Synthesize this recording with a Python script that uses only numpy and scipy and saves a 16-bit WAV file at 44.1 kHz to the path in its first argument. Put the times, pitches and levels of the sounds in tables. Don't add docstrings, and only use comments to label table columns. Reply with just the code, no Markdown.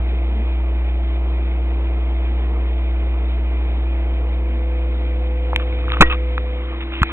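import sys
import numpy as np
from scipy import signal
from scipy.fft import rfft, irfft, next_fast_len
from scipy.io import wavfile
from scipy.ndimage import uniform_filter1d, map_coordinates

SR = 44100
rng = np.random.default_rng(int(sys.argv[2]) if len(sys.argv) > 2 else 0)


def linear_from_db(decibels):
    return 10 ** (np.asarray(decibels, float) / 20)


def store_wav(level_fs):
    pcm = np.round(np.clip(np.atleast_2d(level_fs), -1, 1) * 32767)
    wavfile.write(sys.argv[1], SR, pcm.T.astype(np.int16))


N = 313991
T = np.arange(N) / SR


def unit(x):
    return x / np.sqrt(np.mean(x ** 2) + 1e-20)


def wobble(rate):
    coarse = T[::16]
    knots = rng.standard_normal(int(N * rate / SR) + 4)
    return np.interp(T, coarse, map_coordinates(knots, [coarse * rate]))


def hump(start, full, falls, gone, db):
    rise = (T - start) / (full - start)
    fall = (gone - T) / (gone - falls)
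    return db * np.clip(np.minimum(rise, fall), 0, 1)


def filtered(x, response):
    m = next_fast_len(N + SR // 4)
    return irfft(rfft(x, m) * response(np.fft.rfftfreq(m, 1 / SR)), m)[..., :N]


def rush(spectrum, patchy_db):
    z = signal.stft(rng.standard_normal(N + 512), nperseg=512)[2]
    field = uniform_filter1d(rng.standard_normal(z.shape), size=4, axis=0)
    field = uniform_filter1d(field, size=8, axis=1)
    x = signal.istft(z * linear_from_db(patchy_db * unit(field)), nperseg=512)[1][:N]
    f, db = np.transpose([(0.96, -120)] + spectrum + [(SR, -120)])
    return unit(filtered(x, lambda hz: linear_from_db(np.interp(np.log(hz + 1), np.log(f), db))))


def damped(t, hz, db, t60, attack=0.00017):
    t = np.maximum(t, 0)
    return linear_from_db(db - 60 * t / t60) * np.sin(2 * np.pi * hz * t) * (1 - np.exp(-t / attack))


# time in seconds, pump level in dB.
PUMP_LEVEL = [(0, -17.5), (3.6, -17.5), (5.4, -18.5), (5.75, -19.5), (6.3, -18.6), (6.7, -23.5),
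              (7.12, -28.5)]


def distance_change():
    s, db = np.transpose(PUMP_LEVEL)
    return np.interp(T, s, db) - PUMP_LEVEL[0][1]


# multiple of the mains frequency, level in dB re the fundamental,
# share of the level change that it follows (0 to 1, or reversed if negative).
PUMP_HARMONICS = [(1, -0.5, 1), (2, -28.5, .7), (3, -26.5, 1), (4, -30, -.3), (5, -29, 0), (6, -37, .5),
                  (7, -35.5, 0.3), (9, -33, 0.6), (10, -39.5, 0.4), (15, -37.5, 0.6)]


def pump():
    mains_hz = 60.013
    change_db = distance_change()
    turn = 2 * np.pi * (mains_hz * T - 1 / 4)
    hum = np.zeros(N)
    for k, rel_db, share in PUMP_HARMONICS:
        db = PUMP_LEVEL[0][1] + rel_db + share * change_db + .15 * np.sqrt(k) * wobble(8)
        phase = (k > 1) * rng.uniform(0, 2 * np.pi)
        hum += np.sqrt(2) * linear_from_db(db) * np.cos(k * turn + phase)
    return hum


# blade order, level in dB re the second order,
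# change in dB per second after the camera begins to turn.
FAN_ORDERS = [(1, -18, 0), (4, -9.5, -5), (5, -15.5, -5)]


def fan():
    second_hz, level_db, drift_db, turn_s = 333.2, -38.7, .004, 5.1
    shaft = np.pi * np.cumsum(second_hz * linear_from_db(drift_db * wobble(1.5))) / SR

    def tone(order, db):
        phase = rng.uniform(0, 2 * np.pi)
        return np.sqrt(2) * linear_from_db(db + 1.1 * wobble(6)) * np.cos(order * shaft + phase)

    db = level_db + hump(6.1, 6.5, 6.55, 6.8, -4.5) + hump(6.6, 6.85, 7.2, 7.4, 4)
    third_gain = .05 + hump(3.6, 5.5, 6.5, 6.85, .95)
    out = tone(2, db) + third_gain * tone(3, -34.8)
    for order, rel_db, fade_db in FAN_ORDERS:
        out += tone(order, db + rel_db + fade_db * np.maximum(T - turn_s, 0))
    return out


# frequency in Hz, density in dB per Hz.
RUMBLE_SPECTRUM = [(15, -15), (40, -6), (90, -2), (150, -5.5), (230, -2.5), (350, -0.5), (450, 0),
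                   (560, -9), (800, -64.5)]
# frequency in Hz, density in dB per Hz.
GURGLE_SPECTRUM = [(300, -48.5), (450, -8), (560, -4), (700, 2.5), (850, -3), (1050, -3.5), (1300, -8.5),
                   (1600, -21.5), (2200, -62.5)]
# frequency in Hz, density in dB per Hz.
HISS_SPECTRUM = [(900, -50), (1300, -8), (1850, -7), (2050, -1), (2220, -2.5), (2450, 1), (2650, -8),
                 (2800, -8), (3100, -6.5), (3500, -8), (4000, -7), (4300, -9), (4600, -14), (5200, -60)]
# frequency in Hz, density in dB per Hz.
FAR_SPECTRUM = [(700, -28.5), (900, -6.5), (1050, 2), (1250, -1), (1600, -10.5), (2200, -4), (2650, -13),
                (3100, -5.5), (3500, -8), (4600, -11), (5200, -60.5)]
# frequency in Hz, density in dB per Hz.
SWAY_SPECTRUM = [(5, -8), (18, -1.5), (30, -3), (45, -8.5), (70, -38.5)]
# frequency in Hz, width in Hz, lift in dB.
STANDING_WAVES = [(145, 21, 5.5), (284, 18, 6), (426, 21, 0.5), (467, 23, 4), (582, 10, 4.5), (610, 10, 3),
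                  (700, 13, 3.5), (1000, 6.6, 4)]


def bubbling():
    change_db = distance_change()
    hand_db = hump(5.35, 6.0, 6.03, 6.15, 3.5)
    past_db = hump(3.6, 4.5, 7.2, 7.4, -1.6)
    nearer_db = hump(5.4, 6.2, 7.2, 7.4, 1.8)
    faced_db = hump(6.9, 7.12, 7.2, 7.4, 8)
    rumble_db = -39.2 + .2 * change_db + .6 * hand_db + .8 * past_db + .6 * wobble(2.2)
    gurgle_db = -40.5 + .05 * change_db + .7 * hand_db + past_db
    hiss_db = -41.6 + .9 * hand_db + nearer_db + .5 * past_db + faced_db + .5 * wobble(1.2)
    far_db = -70 + hump(6.15, 6.6, 6.78, 7.9, 27)

    swell = wobble(4.5)
    rumble = linear_from_db(rumble_db + 1.2 * swell) * rush(RUMBLE_SPECTRUM, patchy_db=1.0)
    gurgle = linear_from_db(gurgle_db + .5 * swell + 0.68 * wobble(30)) * rush(GURGLE_SPECTRUM, patchy_db=1.0)
    hiss = linear_from_db(hiss_db + .7 * wobble(12)) * rush(HISS_SPECTRUM, patchy_db=0.93)
    far = linear_from_db(far_db) * rush(FAR_SPECTRUM, patchy_db=3.0)
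    sway = linear_from_db(-48.5) * rush(SWAY_SPECTRUM, patchy_db=2.5)

    def standing(hz):
        return linear_from_db(-1.5 + sum(db / (1 + (2 * (hz - c) / w) ** 2) for c, w, db in STANDING_WAVES))

    return filtered(rumble + gurgle, standing) + hiss + far + sway


# centre in seconds, length in seconds, level in dB, pitch in Hz.
BURSTS = [
    (0.04, 0.16, -37, 97),
    (0.36, 0.17, -37, 220),
    (4.524, 0.17, -37.5, 230),
    (5.569, 0.15, -39.5, 103.1),
    (5.75, .15, -36, 98.4),
    (5.891, 0.11, -36, 104.4),
    (6.394, 0.055, -40, 99.7),
]


def bloops():
    out = np.zeros(N)
    for s, length, db, hz in BURSTS:
        envelope = linear_from_db(db + 2.9 * wobble(25)) * np.exp(-2 * ((T - s) / length) ** 2)
        out += envelope * np.sin(2 * np.pi * hz * T + 1.5 * wobble(30))
    return out


def tick(t, rough, db, hz, crack_db):
    cycles = .62 + .05 * max(-13 - db, 0)
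    after_db = -11
    burst = np.exp(-.5 * (t * hz / cycles * 1.1) ** 2) * np.cos(2 * np.pi * hz * t)
    crack = linear_from_db(crack_db) * np.exp(-.5 * (t / .00015) ** 2) * np.cos(2 * np.pi * 3900 * t)
    ring = damped(t, min(1.8 * hz, 2600), after_db - 2, 0.014) + damped(t, hz, after_db - 5.5, 0.02)
    return -linear_from_db(db) * (burst + crack + ring * rough)


# time in seconds, peak in dB, pitch in Hz, crack in dB re the peak.
FINGER_TICKS = [(5.532, -10.5, 954, -30), (5.5511, -27, 2400, -20), (5.5615, -1.5, 2383, 3),
                (5.562, -18, 1000, -20), (5.599, -22.5, 1500, -11.5), (5.726, -30, 2250, -22),
                (5.789, -32, 1300, -13.5), (5.842, -30, 1210, -24), (5.882, -16.5, 1277, -15),
                (5.9028, -16, 2350, -10), (5.9201, -12, 1294, 9), (5.967, -22, 1114, -18),
                (5.9705, -13, 1278, -15), (6.3797, -9, 1380, -4), (7.0316, 5, 1386, -11)]
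# start in seconds, length in seconds, level in dB, brightness in dB.
STROKES = [(5.593, .04, -36, -3), (5.927, 0.018, -23, 0.5), (6.097, .035, -20, -1.5),
           (6.134, .017, -29, -1), (6.055, .03, -36, 4), (5.884, .035, -38, 2), (5.95, .04, -40, 0),
           (7.032, 0.0006, -20, 1.5), (6.804, 0.03, -40, 7), (6.914, .09, -41.5, 8), (7.0155, .005, -22, 4),
           (7.089, .035, -33, -8)]
# frequency in Hz, width in Hz, level in dB.
SHELL_MODES = [(1220, 390, 0.5), (1820, 370, -7.5), (2550, 520, -2.5), (3600, 500, -7)]


def fingers():
    out = np.zeros(N)
    rough = linear_from_db(3 * wobble(600))
    for s, *shape in FINGER_TICKS:
        near = slice(round((s - .01) * SR), round((s + .05) * SR))
        out[near] += tick(T[near] - s, rough[near], *shape)

    slips = rng.standard_normal(N) * linear_from_db(2.8 * wobble(350))

    def mode(k, c, w, db):
        ringing = filtered(slips, lambda f: 1j * f * w / (c * c - f * f + 1j * f * w))
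        return unit(ringing) * linear_from_db(db) * (-1) ** k

    low, *high = [mode(k, *m) for k, m in enumerate(SHELL_MODES)]
    bright = sum(high)
    turn = 2 * np.pi * np.cumsum(1200 * linear_from_db(0.61 * wobble(120))) / SR
    squeak = linear_from_db(5.6 * wobble(250)) * np.sin(turn)
    squeak += linear_from_db(-0.5 + 2.7 * wobble(300)) * np.sin(2.1 * turn)
    for s, length, db, bright_db in STROKES:
        stroke = np.clip(np.minimum((T - s) / .003, (s + length - T) / .005 + 1), 0, 1)
        share = np.clip(min(30 * length, .58) * (db + 42) / 20, 0, .9)
        rub = share * squeak + (1 - share) * low + linear_from_db(bright_db) * (1 - 0.44 * share) * bright
        out += linear_from_db(db) * stroke * rub
    return out


# start in seconds, length in seconds, level in dB, pitch in Hz.
BLOW_CONTACTS = [
    (6.0085, .0058, 8, 1240),
    (6.0150, .003, 1, 2420),
    (6.0206, .002, 2, 1300),
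    (6.0235, .003, -1.5, 870),
    (6.0288, .0006, -4, 950),
]
# centre in seconds, height in full scales, half width in seconds.
PRESSURE_PUSHES = [
    (6.007, -1, 0.0007),
    (6.018, -1.9, .0025),
    (6.026, -.4, 0.003),
    (7.0188, .68, 0.0011),
    (7.0255, -.27, 0.0032),
    (7.033, .2, .002),
]
# frequency in Hz, level in dB, t60 in seconds.
BLOW_RING = [
    (1905, -11.5, 0.15),
    (1443, -18.5, 0.033),
    (330, -10, .06),
]


def knock():
    rise_s, contact_t60_s, leak_s = .0008, .008, .04
    first_s = BLOW_CONTACTS[0][0]
    near = slice(int((first_s - .01) * SR), int((first_s + .3) * SR))
    t, out = T[near], np.zeros(N)
    clock = 2 * np.pi * np.cumsum(linear_from_db(2.1 * wobble(700)[near])) / SR
    grit = 0.4 * rush(RUMBLE_SPECTRUM, patchy_db=4) + 0.3 * rush(HISS_SPECTRUM, patchy_db=2.5)
    grit = grit[near]

    def buzz(turn):
        return np.sin(turn) + .45 * np.sin(1.9 * turn) + 0.3 * np.sin(2.7 * turn) + grit

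    def grip(s, length, t60):
        return np.clip((t - s) / rise_s + 1, 0, 1) * linear_from_db(-60 * np.maximum(t - s - length, 0) / t60)

    rattle = 0
    for s, length, db, hz in BLOW_CONTACTS:
        rattle = rattle + linear_from_db(db) * grip(s, length, contact_t60_s) * buzz(hz * clock)
    last_s, *_, last_hz = BLOW_CONTACTS[-1]
    tail = linear_from_db(-25) * grip(last_s, 0, .13) * buzz(1.4 * last_hz * clock)
    ring = sum(damped(t - 6.027, *mode, attack=0.0031) for mode in BLOW_RING)
    out[near] = rattle + tail + linear_from_db(1.2 * wobble(150)[near]) * ring

    shove = sum(height * np.exp(-.5 * ((T - s) / width) ** 2) for s, height, width in PRESSURE_PUSHES)
    return out + filtered(shove, lambda hz: 1 - 1 / (1 + 2j * np.pi * hz * leak_s))


def scene():
    sound = pump() + fan() + bubbling() + bloops() + fingers() + knock()
    return np.array([sound, sound])


def band_limit(x):
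    return signal.sosfilt(signal.butter(12, 4450, fs=SR, output="sos"), x)


def record(dry):
    top_hz, lag_s = 3770, 5.62 / 44100
    narrow = filtered(dry, lambda hz: 1 / np.sqrt(1 + (hz / top_hz) ** 30))
    side = np.array([[-.5], [.5]])

    def lag(hz):
        phase = 2 * np.pi * hz * lag_s - .035 * hz / (hz + 150)
        return np.exp(1j * side * phase)

    return band_limit(np.clip(filtered(narrow, lag), -1, 1))


dry = scene()
out = record(dry)
store_wav(out)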